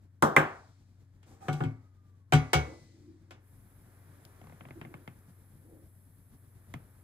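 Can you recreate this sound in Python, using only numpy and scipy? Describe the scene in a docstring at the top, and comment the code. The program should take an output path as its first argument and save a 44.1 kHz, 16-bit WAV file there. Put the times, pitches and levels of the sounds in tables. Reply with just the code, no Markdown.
"""Pot and oil at a gas stove

A utensil clacks down twice beside a lit gas stove; a metal pot is dragged off one burner and clanked onto the other.
The flame, filtered noise, rumbles and hisses under the pot over a low hum of sines. A plastic bottle ticks as it is
tipped, and oil trickles in almost silently as tiny pats. Blows are a contact pulse, dying modes and decaying noise.
A small kitchen, heard through two closely spaced microphones."""
import sys
import numpy as np
from scipy import signal
from scipy.fft import rfft, irfft, next_fast_len
from scipy.io import wavfile

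SR = 44100
rng = np.random.default_rng(int(sys.argv[2]) if len(sys.argv) > 2 else 0)


def int16_out(signal):
    """Quantize to a 16-bit WAV file."""
    q = np.round(np.clip(np.atleast_2d(signal).T, -1, 1) * 32767)
    wavfile.write(sys.argv[1], SR, q.astype(np.int16))


N = 310361
T = np.arange(N) / SR

# Clacks of the utensil, before its overall gain: (time [s], thump [dB], body [dB], clang [dB], click [dB],
# room tail [dB], ringing modes against clatter [dB], pitch favoured by the point of contact [Hz])
UTENSIL_CLACKS = [(0.2233, -25, -16, -25, -30.5, -6, -1.5, 1185),
                  (0.364, -25.5, -17, -13, -31, -5, 1, 2117)]
# Knocks of the pot, before its overall gain: (time [s], strength [dB], thump [dB], brightness [dB],
# ringing modes against clatter [dB], pitch favoured by the point of contact [Hz])
POT_KNOCKS = [(1.229, -66, -72, 6.5, -8, 1790), (1.483, -36, -32, -3, 4.5, 880),
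              (1.529, -52, -37.5, 13, 1, 2300), (1.604, -44.5, -33.5, -9, 4.5, 840),
              (1.637, -47.5, -32.5, 1.5, 0.5, 2220), (2.323, -25.5, -32, -0.5, 1.5, 1500),
              (2.334, -25.5, -22, 3, 0.5, 1400), (2.532, -21, -49.5, 4, 3, 2280),
              (2.547, -35.5, -29.5, -5.5, 4.5, 742), (3.308, -52, -69.5, 3, -6, 833)]


def amp(db):
    """Decibels to amplitude."""
    return 10 ** (np.asarray(db) / 20)


def evened(x):
    """Each channel at an RMS of one."""
    return x / np.sqrt(np.mean(x ** 2, -1, keepdims=True) + 1e-20)


def read(table, hz):
    """Every column of a table at the given frequencies, interpolated over log frequency."""
    f, *columns = np.transpose(table)
    return [np.interp(np.log(hz + 1), np.log(f + 1), c) for c in columns]


def add(mix, s, sound):
    """Lay a sound into the mix at a time in seconds, cut off at the end."""
    part = mix[:, round(s * SR):][:, :sound.shape[1]]
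    part += sound[:, :part.shape[1]]


def onset(s, rise_s):
    """Gain that rises from 0 to 1 and stays."""
    return np.clip((T - s) / rise_s, 0, 1)


def stroke(s, length_s, attack_s, release_s):
    """Gain with an attack, a hold and a dying release."""
    return onset(s, attack_s) * np.exp(-np.maximum(T - s - length_s, 0) / release_s)


def swell(s, half_s, db):
    """Gain that swells to a peak and sinks again."""
    return amp(db) / np.cosh(np.clip(np.sqrt(2) * (T - s) / half_s, -50, 50))


def ports(x):
    """Two unrelated signals become a microphone pair: partly alike, the right side a little early."""
    # the pair: (frequency [Hz], left-right likeness [0-1], lead of the right side [ms], left minus right [dB])
    mic_pair = [(100, 0.97, 0.025, 3.5), (393.2, 0.83, 0.23, 0.5), (900, 0.48, 0.21, 3.5),
                (1900, .65, .09, -2.5), (2400, .6, .08, -2), (3241, 0.41, .27, 3.5), (6370, 0.42, .26, 7.5),
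                (8700, 0.8, .255, -1.84), (10700, 1, .27, -0.1), (15000, 0.85, .285, 1.3)]
    count = next_fast_len(x.shape[1] + 8192)
    hz = np.fft.rfftfreq(count, 1 / SR)
    a, b = rfft(x, count)
    same, lead_ms, balance_db = read(mic_pair, hz)
    same = np.clip(same, 0, 1)
    left = a * np.exp(-2j * np.pi * hz * lead_ms / 1000)
    right = same * a + np.sqrt(1 - same ** 2) * b
    pair = [left * amp(balance_db / 2), right * amp(-balance_db / 2)]
    return irfft(pair, count)[:, :x.shape[1]]


def noise(spectrum):
    """Two unrelated noises of one colour, each at an RMS of one."""
    count = next_fast_len(N)
    colour = amp(read(spectrum, np.fft.rfftfreq(count, 1 / SR))[0])
    white = rfft(rng.standard_normal((2, count)))
    return evened(irfft(white * colour, count)[:, :N])


def ring(modes, t, favoured_hz=0, favour_db=7, favour_width=0.045, rise_cycles=1.8, spread_db=1):
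    """Dying modes; the low ones build more slowly, and the point of contact favours those near one pitch."""
    hz, db, t60 = np.transpose(modes)[:, :, None]
    favour = favour_db * np.exp(-((favoured_hz / hz - 1) / favour_width) ** 2)
    db = db + favour + spread_db * rng.standard_normal(hz.shape)
    size = amp(db - 60 * t / t60) * (1 - np.exp(-t * hz / rise_cycles))
    angle = 2 * np.pi * (hz * t + rng.random(hz.shape))
    # a quarter cycle apart, with random sign, so the two channels are unrelated
    first = size * np.sin(angle)
    second = size * np.cos(angle) * rng.choice([-1, 1], hz.shape)
    return np.array([first, second]).sum(1)


def clatter(body, t, tail_db, crack_db, crack_s=.0015, rise_cycles=0.41, room_rise_s=.008):
    """Countless crowded modes: a crack at contact, a quick decay by band, then the kitchen's tail."""
    # the kitchen's reverberation: (frequency [Hz], t60 [s])
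    kitchen = [(60, 0.12), (250, .36), (900, 0.48), (2000, 0.35), (5000, 0.27), (10000, 0.14),
               (15000, 0.23)]
    hz = np.fft.rfftfreq(len(t), 1 / SR)
    coloured = rfft(rng.standard_normal((2, len(t)))) * amp(read(body, hz)[0])
    centres, out = np.geomspace(60, 15000, 12), 0
    for centre, weights in zip(centres, np.eye(len(centres))):
        band = irfft(coloured * np.interp(np.log(hz + 1), np.log(centres), weights), len(t))
        direct = amp(-60 * t / read(body, centre)[1]) + amp(crack_db) * np.exp(-t / crack_s)
        room = amp(tail_db - 60 * t / read(kitchen, centre)[0]) * (1 - np.exp(-t / room_rise_s))
        out = out + band * np.hypot(direct, room) * (1 - np.exp(-t * centre / rise_cycles))
    return out


def blow(body, modes, register_db, tail_db, ring_db, favoured_hz, crack_db, pulse_db, pulse_s, size, attack_s):
    """One impact: pulse, clatter and ring, with its thump, body, clang and click each brought to a set level."""
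    # thump, body, clang and click: (lower edge [Hz], upper edge [Hz])
    registers = [(45, 250), (250, 1500), (1500, 3500), (3500, 16000)]
    t = np.arange(size) / SR
    u = t / pulse_s
    pulse = evened(u * (2 - u) * np.exp(-u)) * np.array([[1], [0]])  # one push and pull of the air
    crowd = evened(clatter(body, t, tail_db, crack_db))
    ringing = amp(ring_db) * evened(ring(modes, t, favoured_hz))
    sound = ports(amp(pulse_db) * pulse + crowd + ringing)
    attack, out = np.clip(2 - 2 * t / attack_s, 0, 1), 0
    for edges, db in zip(registers, register_db):
        sos = signal.butter(3, edges, "band", fs=SR, output="sos")
        part = signal.sosfilt(sos, sound)
        loudness = np.sqrt(np.average((part ** 2).mean(0), weights=attack))
        out = out + amp(db) * part / loudness
    return out


def knock_levels(strength_db, thump_db, bright_db):
    """Thump, body, clang and click of a pot knock: a bright one trades body for click."""
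    body_db, click_db = 1.5, -8.5  # against the clang, for a knock of plain brightness
    return thump_db, strength_db + body_db - bright_db, strength_db, strength_db + click_db + bright_db


def hum():
    """A few steady low sines, as from a small motor somewhere in the kitchen."""
    # (frequency [Hz], RMS level [dB])
    hum_tones = [(94, -60), (117.5, -68.5), (274.3, -78)]
    tones = sum(np.sqrt(2) * amp(db) * np.sin(2 * np.pi * (hz * T + rng.random())) for hz, db in hum_tones)
    return np.outer([1, 0], tones)


def flame_and_soft_noise(flutter_db=-3.54):
    """A low fluttering rumble, with broad noise and hiss that grow once the flame plays along the pot's base."""
    # colours of the three noises: (frequency [Hz], relative level [dB per Hz])
    rumble_colour = [(20, -24.5), (45, -1), (72, -4), (93, -1.5), (140, -2), (180, -6), (280, -12.5),
                     (450, -23.5), (1000, -30.5), (3000, -39.5), (15000, -46)]
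    broad_colour = [(150, 3), (350, 5), (600, 0), (1000, -2), (1700, -2), (2700, -14), (4500, -19),
                    (8000, -19.5), (15000, -34)]
    hiss_colour = [(2000, -26), (6500, -17.5), (8500, -4), (11000, 4.5), (12500, -2), (14500, -0.5),
                   (16000, -14)]
    # swells of soft broad noise, as the pot is dragged, later under the pot:
    # (peak time [s], half length [s], level [dB])
    soft_swells = [(1.51, .22, -67), (4.501, 0.8, -63), (6.85, 0.43, -69)]
    catch_s, catch_rise_s = 3.39, 0.11  # the flame starts to play along the pot's base
    rumble_free_db, rumble_covered_db = -65.5, -62.5
    broad_free_db, broad_covered_db = -81, -77  # these add up as powers
    hiss_free_db, hiss_covered_db = -94, -71.5  # these add up as amplitudes

    flutter = amp(flutter_db * evened(noise([(1, -6.0), (8, 0.0), (20, -24), (60, -79)])[0]))
    covered = onset(catch_s, catch_rise_s)
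    rumble = amp(rumble_free_db + covered * (rumble_covered_db - rumble_free_db))
    swells_power = sum(swell(*row) ** 2 for row in soft_swells)
    broad = np.sqrt(amp(broad_free_db) ** 2 + (covered * amp(broad_covered_db)) ** 2 + swells_power)
    hiss = amp(hiss_free_db) + covered * amp(hiss_covered_db)
    return flutter * rumble * noise(rumble_colour) + broad * noise(broad_colour) + hiss * noise(hiss_colour)


def hollow_tones():
    """A low hollow sound, narrow noise, swells now and then with more or less of its overtone."""
    # colours of the low sound and its overtone: (frequency [Hz], relative level [dB per Hz])
    hollow_colour = [(180, -13.5), (265, -1), (335, 5.5), (385, -10.5), (480, -29.5), (1000, -85)]
    overtone_colour = [(300, -35.5), (420, 0.5), (530, 1), (640, -8.5), (850, -12.5), (1400, -57.5)]
    # (peak time [s], half length [s], level [dB], overtone level [dB])
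    hollow_swells = [(2.703, 0.057, -48.5, -51.5), (2.963, 0.073, -63.5, -75), (3.095, 0.071, -56, -117),
                     (3.333, 0.046, -63.5, -92), (4.777, 0.015, -47, -74), (4.934, 0.069, -56.5, -67),
                     (5.734, 0.09, -58.5, -65)]
    low = sum(swell(s, half_s, db) for s, half_s, db, _ in hollow_swells)
    high = sum(swell(s, half_s, db) for s, half_s, _, db in hollow_swells)
    return low * noise(hollow_colour) + high * noise(overtone_colour)


def thin_tone(attack_s=0.16, release_s=.03, waver_share=.7):
    """A thin wavering sine sinks ever faster and fades while the pot is in the air."""
    start_s, length_s, start_db = 1.66, .66, -75.5
    start_hz, sag_hz_per_s2, fade_db_per_s = 1280, 520, 17
    age = np.clip(T - start_s, 0, length_s)
    hz = start_hz - sag_hz_per_s2 * age ** 2
    waver = 1 + waver_share * noise([(1, -2.5), (15, -3.5), (60, -24), (200, -75.5)])
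    gain = amp(start_db - fade_db_per_s * age) * stroke(start_s, length_s, attack_s, release_s)
    return gain * waver * np.sin(2 * np.pi * np.cumsum(hz) / SR)


def oil(drops_per_s=70):
    """The thick stream patters softly on the pot's floor: random drops, each a short ring."""
    pour_s, pour_rise_s, oil_db = 6.5, .12, -83
    drops = rng.standard_normal((2, N)) * (rng.random(N) < drops_per_s / SR)
    # modes of one pat: (Hz, dB, t60 s)
    pat = ring([(740, -3.0, .03), (1290, 31.0, 0.022), (1790, 9.0, 0.0067), (2000, -3.5, 0.052),
                (4340, -17.0, 0.017)], np.arange(2048) / SR)
    patter = evened(signal.oaconvolve(drops, pat, axes=1)[:, :N])
    return amp(oil_db) * onset(pour_s, pour_rise_s) * patter


def bottle():
    """The tipped plastic bottle gives in small dry ticks; the stronger ones are harder."""
    # (time [s], strength [dB], click [dB])
    ticks = [(4.251, -64, -60), (4.414, -58, -76), (4.44, -60.5, -76), (4.47, -60.5, -76),
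             (4.496, -59, -78), (4.523, -58, -85), (4.608, -53, -89), (4.652, -54.5, -91),
             (4.686, -58, -74), (4.707, -51, -74), (4.813, -48.5, -68.5), (4.849, -52, -82),
             (4.94, -50, -71), (5.076, -48.5, -65), (6.739, -45.5, -57)]
    # the bottle's modes: (frequency [Hz], relative level [dB], t60 [s])
    bottle_modes = [(129.7, 12, 0.094), (159.6, 9.5, 0.085), (232.3, 1.5, 0.085), (325, -8, 0.084),
                    (725, 3.5, 0.034), (1110, 6, 0.0095), (2110, 2, 0.02)]
    # its dense response: (frequency [Hz], relative level [dB per Hz], t60 [s])
    bottle_body = [(50, -25, .08), (152, 25, 0.043), (616, 10, 0.072), (1500, 4, 0.11), (2630, 2, 0.058),
                   (3870, -13, 0.12), (8700, -17, 0.022), (15500, -15, .012)]
    firm_db, thump_db, clang_db = -48, 2.2, -2  # a firm tick, and its thump and clang against its body
    hardening = 0.39  # dB more clang against the body for each dB of strength
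    out = np.zeros((2, N))
    for s, db, click_db in ticks:
        register_db = db + thump_db, db, db + clang_db + hardening * (db - firm_db), click_db
        add(out, s, blow(bottle_body, bottle_modes, register_db, tail_db=-10.5, ring_db=4.5, favoured_hz=0,
                         crack_db=14.0, pulse_db=-21.5, pulse_s=0.00038, size=8192, attack_s=0.025))
    return out


def afterring(below_db=-32, t60=1.5):
    """Hard blows leave a faint bright shimmer, decaying noise, in the stove's sheet metal."""
    clicks = [(s, click_db) for s, _, _, _, click_db, *_ in UTENSIL_CLACKS]
    clicks += [(s, knock_levels(*knock)[-1]) for s, *knock, _, _ in POT_KNOCKS]
    power = sum((T > s) * amp(click_db + below_db - 60 * abs(T - s) / t60) ** 2 for s, click_db in clicks)
    return np.sqrt(power) * noise([(1200, -19), (2100, -1.5), (2900, -6.5), (4400, -0.5), (6800, -5.0),
                                   (9000, -8), (15000, -25.5)])


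def drag(slips_per_s=900, grit_db=-10):
    """The pot's base scrapes over the grate: small slips sound its wall, and a stroke that bites squeals."""
    # strokes over the grate: (start [s], length [s], level [dB], squeal against the stroke [dB])
    drags = [(1.253, 0.085, -48.5, -24), (1.402, .22, -45.5, -7)]
    slips = rng.standard_normal((2, N)) * rng.exponential(1, N) * (rng.random(N) < slips_per_s / SR)
    wall = ring([(789, 13, 0.097), (1253, 2, .04), (1594, 0.0, .04), (1810, 0.0, 0.034), (2500, -6, .04)],
                np.arange(8192) / SR)
    grit = amp(grit_db) * noise([(300, 12), (1500, -5.0), (3000, -13.0), (8000, -10.5), (15000, -20)])
    squeal = evened(signal.oaconvolve(slips, wall, axes=1)[:, :N])
    out = 0
    for s, length_s, db, squeal_db in drags:
        gain = amp(db) * stroke(s, length_s, attack_s=0.024, release_s=.045)
        out = out + gain * (amp(squeal_db) * squeal + grit)
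    return out


def utensil(gain_db=-2.5):
    """Two hard clacks excite the modes and dense response of the counter."""
    # the counter's modes: (frequency [Hz], relative level [dB], t60 [s])
    counter_modes = [(106, -10, .3), (153.25, 4.5, 0.22), (223, -9.5, 0.23), (315.8, -3.5, 0.2),
                     (382, -5.5, 0.32), (542.6, -1.5, .25), (597, -6.5, .16), (755, -10, 0.38),
                     (801, -4.5, 0.26), (1045, -4.5, 0.085), (1103, -11, .3), (1069, -6.5, .25),
                     (1225, -2.5, .17), (1371, -11.5, 0.11), (1496, -6, 0.27), (1596, -10, .2),
                     (1970, -10.5, 0.051), (2070, 7, .035), (2300, 6, .025), (2420, 0, .04),
                     (2610, -11.5, 0.083), (2820, -15.5, .09), (5760, -30.5, 0.2)]
    # its dense response: (frequency [Hz], relative level [dB per Hz], t60 [s])
    counter_body = [(50, -10.5, .25), (148.56, 4, .2), (450, 3.5, 0.19), (1150, 2, .12), (2240, -6, 0.072),
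                    (2900, -14.5, .06), (4630, -32, 0.21), (8600, -21.5, 0.046), (15230, -31, 0.039)]
    out = np.zeros((2, N))
    for s, *register_db, tail_db, ring_db, favoured_hz in UTENSIL_CLACKS:
        add(out, s, blow(counter_body, counter_modes, register_db, tail_db, ring_db, favoured_hz,
                         crack_db=4.0, pulse_db=-18.5, pulse_s=0.00021, size=32768, attack_s=0.034))
    return amp(gain_db) * out


def pot(gain_db=1, boom_hz=75, boom_t60=0.31, boom_rise_s=0.013):
    """The pot knocks on the burner grates: its wall rings, and its full weight booms the stove top."""
    # the pot's modes: (frequency [Hz], relative level [dB], t60 [s])
    pot_modes = [(111.6, -1, 0.32), (147.9, 9, 0.19), (264.7, -6.5, 0.33), (352, 0, 0.15),
                 (418.6, -3.5, 0.27), (536.6, -4, 0.14), (748, 3, 0.24), (815, -4, 0.1), (949, -7.5, 0.14),
                 (1164, -14, 0.45), (1200, -17, 0.32), (1272, 0, 0.082), (1362, -16, 0.26),
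                 (1450, -4, 0.26), (1535, -11, .2), (1730, 1, 0.074), (2000, -21, 0.78), (2170, -5, .26),
                 (2204, 0, .33), (2262, -4, .27), (2330, -6, .18), (2770, -5.5, 0.12), (3100, -3, 0.086),
                 (3300, -20, 0.167), (3940, -19.5, 0.22), (4700, -18.5, .17), (4900, -28, 0.16),
                 (5900, -22.5, 0.202), (6000, -21, 0.25), (7820, -12.5, 0.088), (8700, -28.5, 0.13),
                 (11160, -35, 0.31)]
    # its dense response: (frequency [Hz], relative level [dB per Hz], t60 [s])
    pot_body = [(50, -5, .22), (150, 3, 0.04), (392, 11, 0.041), (1350, 4.5, 0.1), (2640, 9.5, 0.062),
                (3960, -13, 0.22), (6500, -15, 0.15), (11000, -17, 0.031), (15500, -26.5, .07)]
    # the full weight flexes the stove top: (time [s], level before the gain [dB])
    booms = [(2.335, -24.5), (2.555, -22.5)]
    out, t = np.zeros((2, N)), np.arange(SR) / SR
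    for s, strength_db, thump_db, bright_db, ring_db, favoured_hz in POT_KNOCKS:
        register_db = knock_levels(strength_db, thump_db, bright_db)
        add(out, s, blow(pot_body, pot_modes, register_db, -12.5, ring_db, favoured_hz,
                         crack_db=-7.5, pulse_db=-19.5, pulse_s=0.00014, size=32768, attack_s=0.016))
    boom = np.sin(2 * np.pi * boom_hz * t) * amp(-60 * t / boom_t60) * (1 - np.exp(-t / boom_rise_s))
    for s, db in booms:
        add(out, s, amp(db) * ports(np.outer([1, 0], boom)))
    return amp(gain_db) * out


def scene():
    """The blows and the quieter sounds of the stove, all through the microphone pair."""
    quiet = hum() + flame_and_soft_noise() + hollow_tones() + thin_tone() + oil() + afterring() + drag()
    return ports(quiet) + bottle() + utensil() + pot()  # each blow has already passed through the pair


def record(dry):
    """Peaks stop at full scale; then a low-pass sets the band limit."""
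    edge_hz = 15900
    lowpass = signal.firwin(255, edge_hz, window=("kaiser", 8), fs=SR)
    return signal.oaconvolve(np.clip(dry, -1, 1), lowpass[None], "same")


dry = scene()
out = record(dry)
int16_out(out)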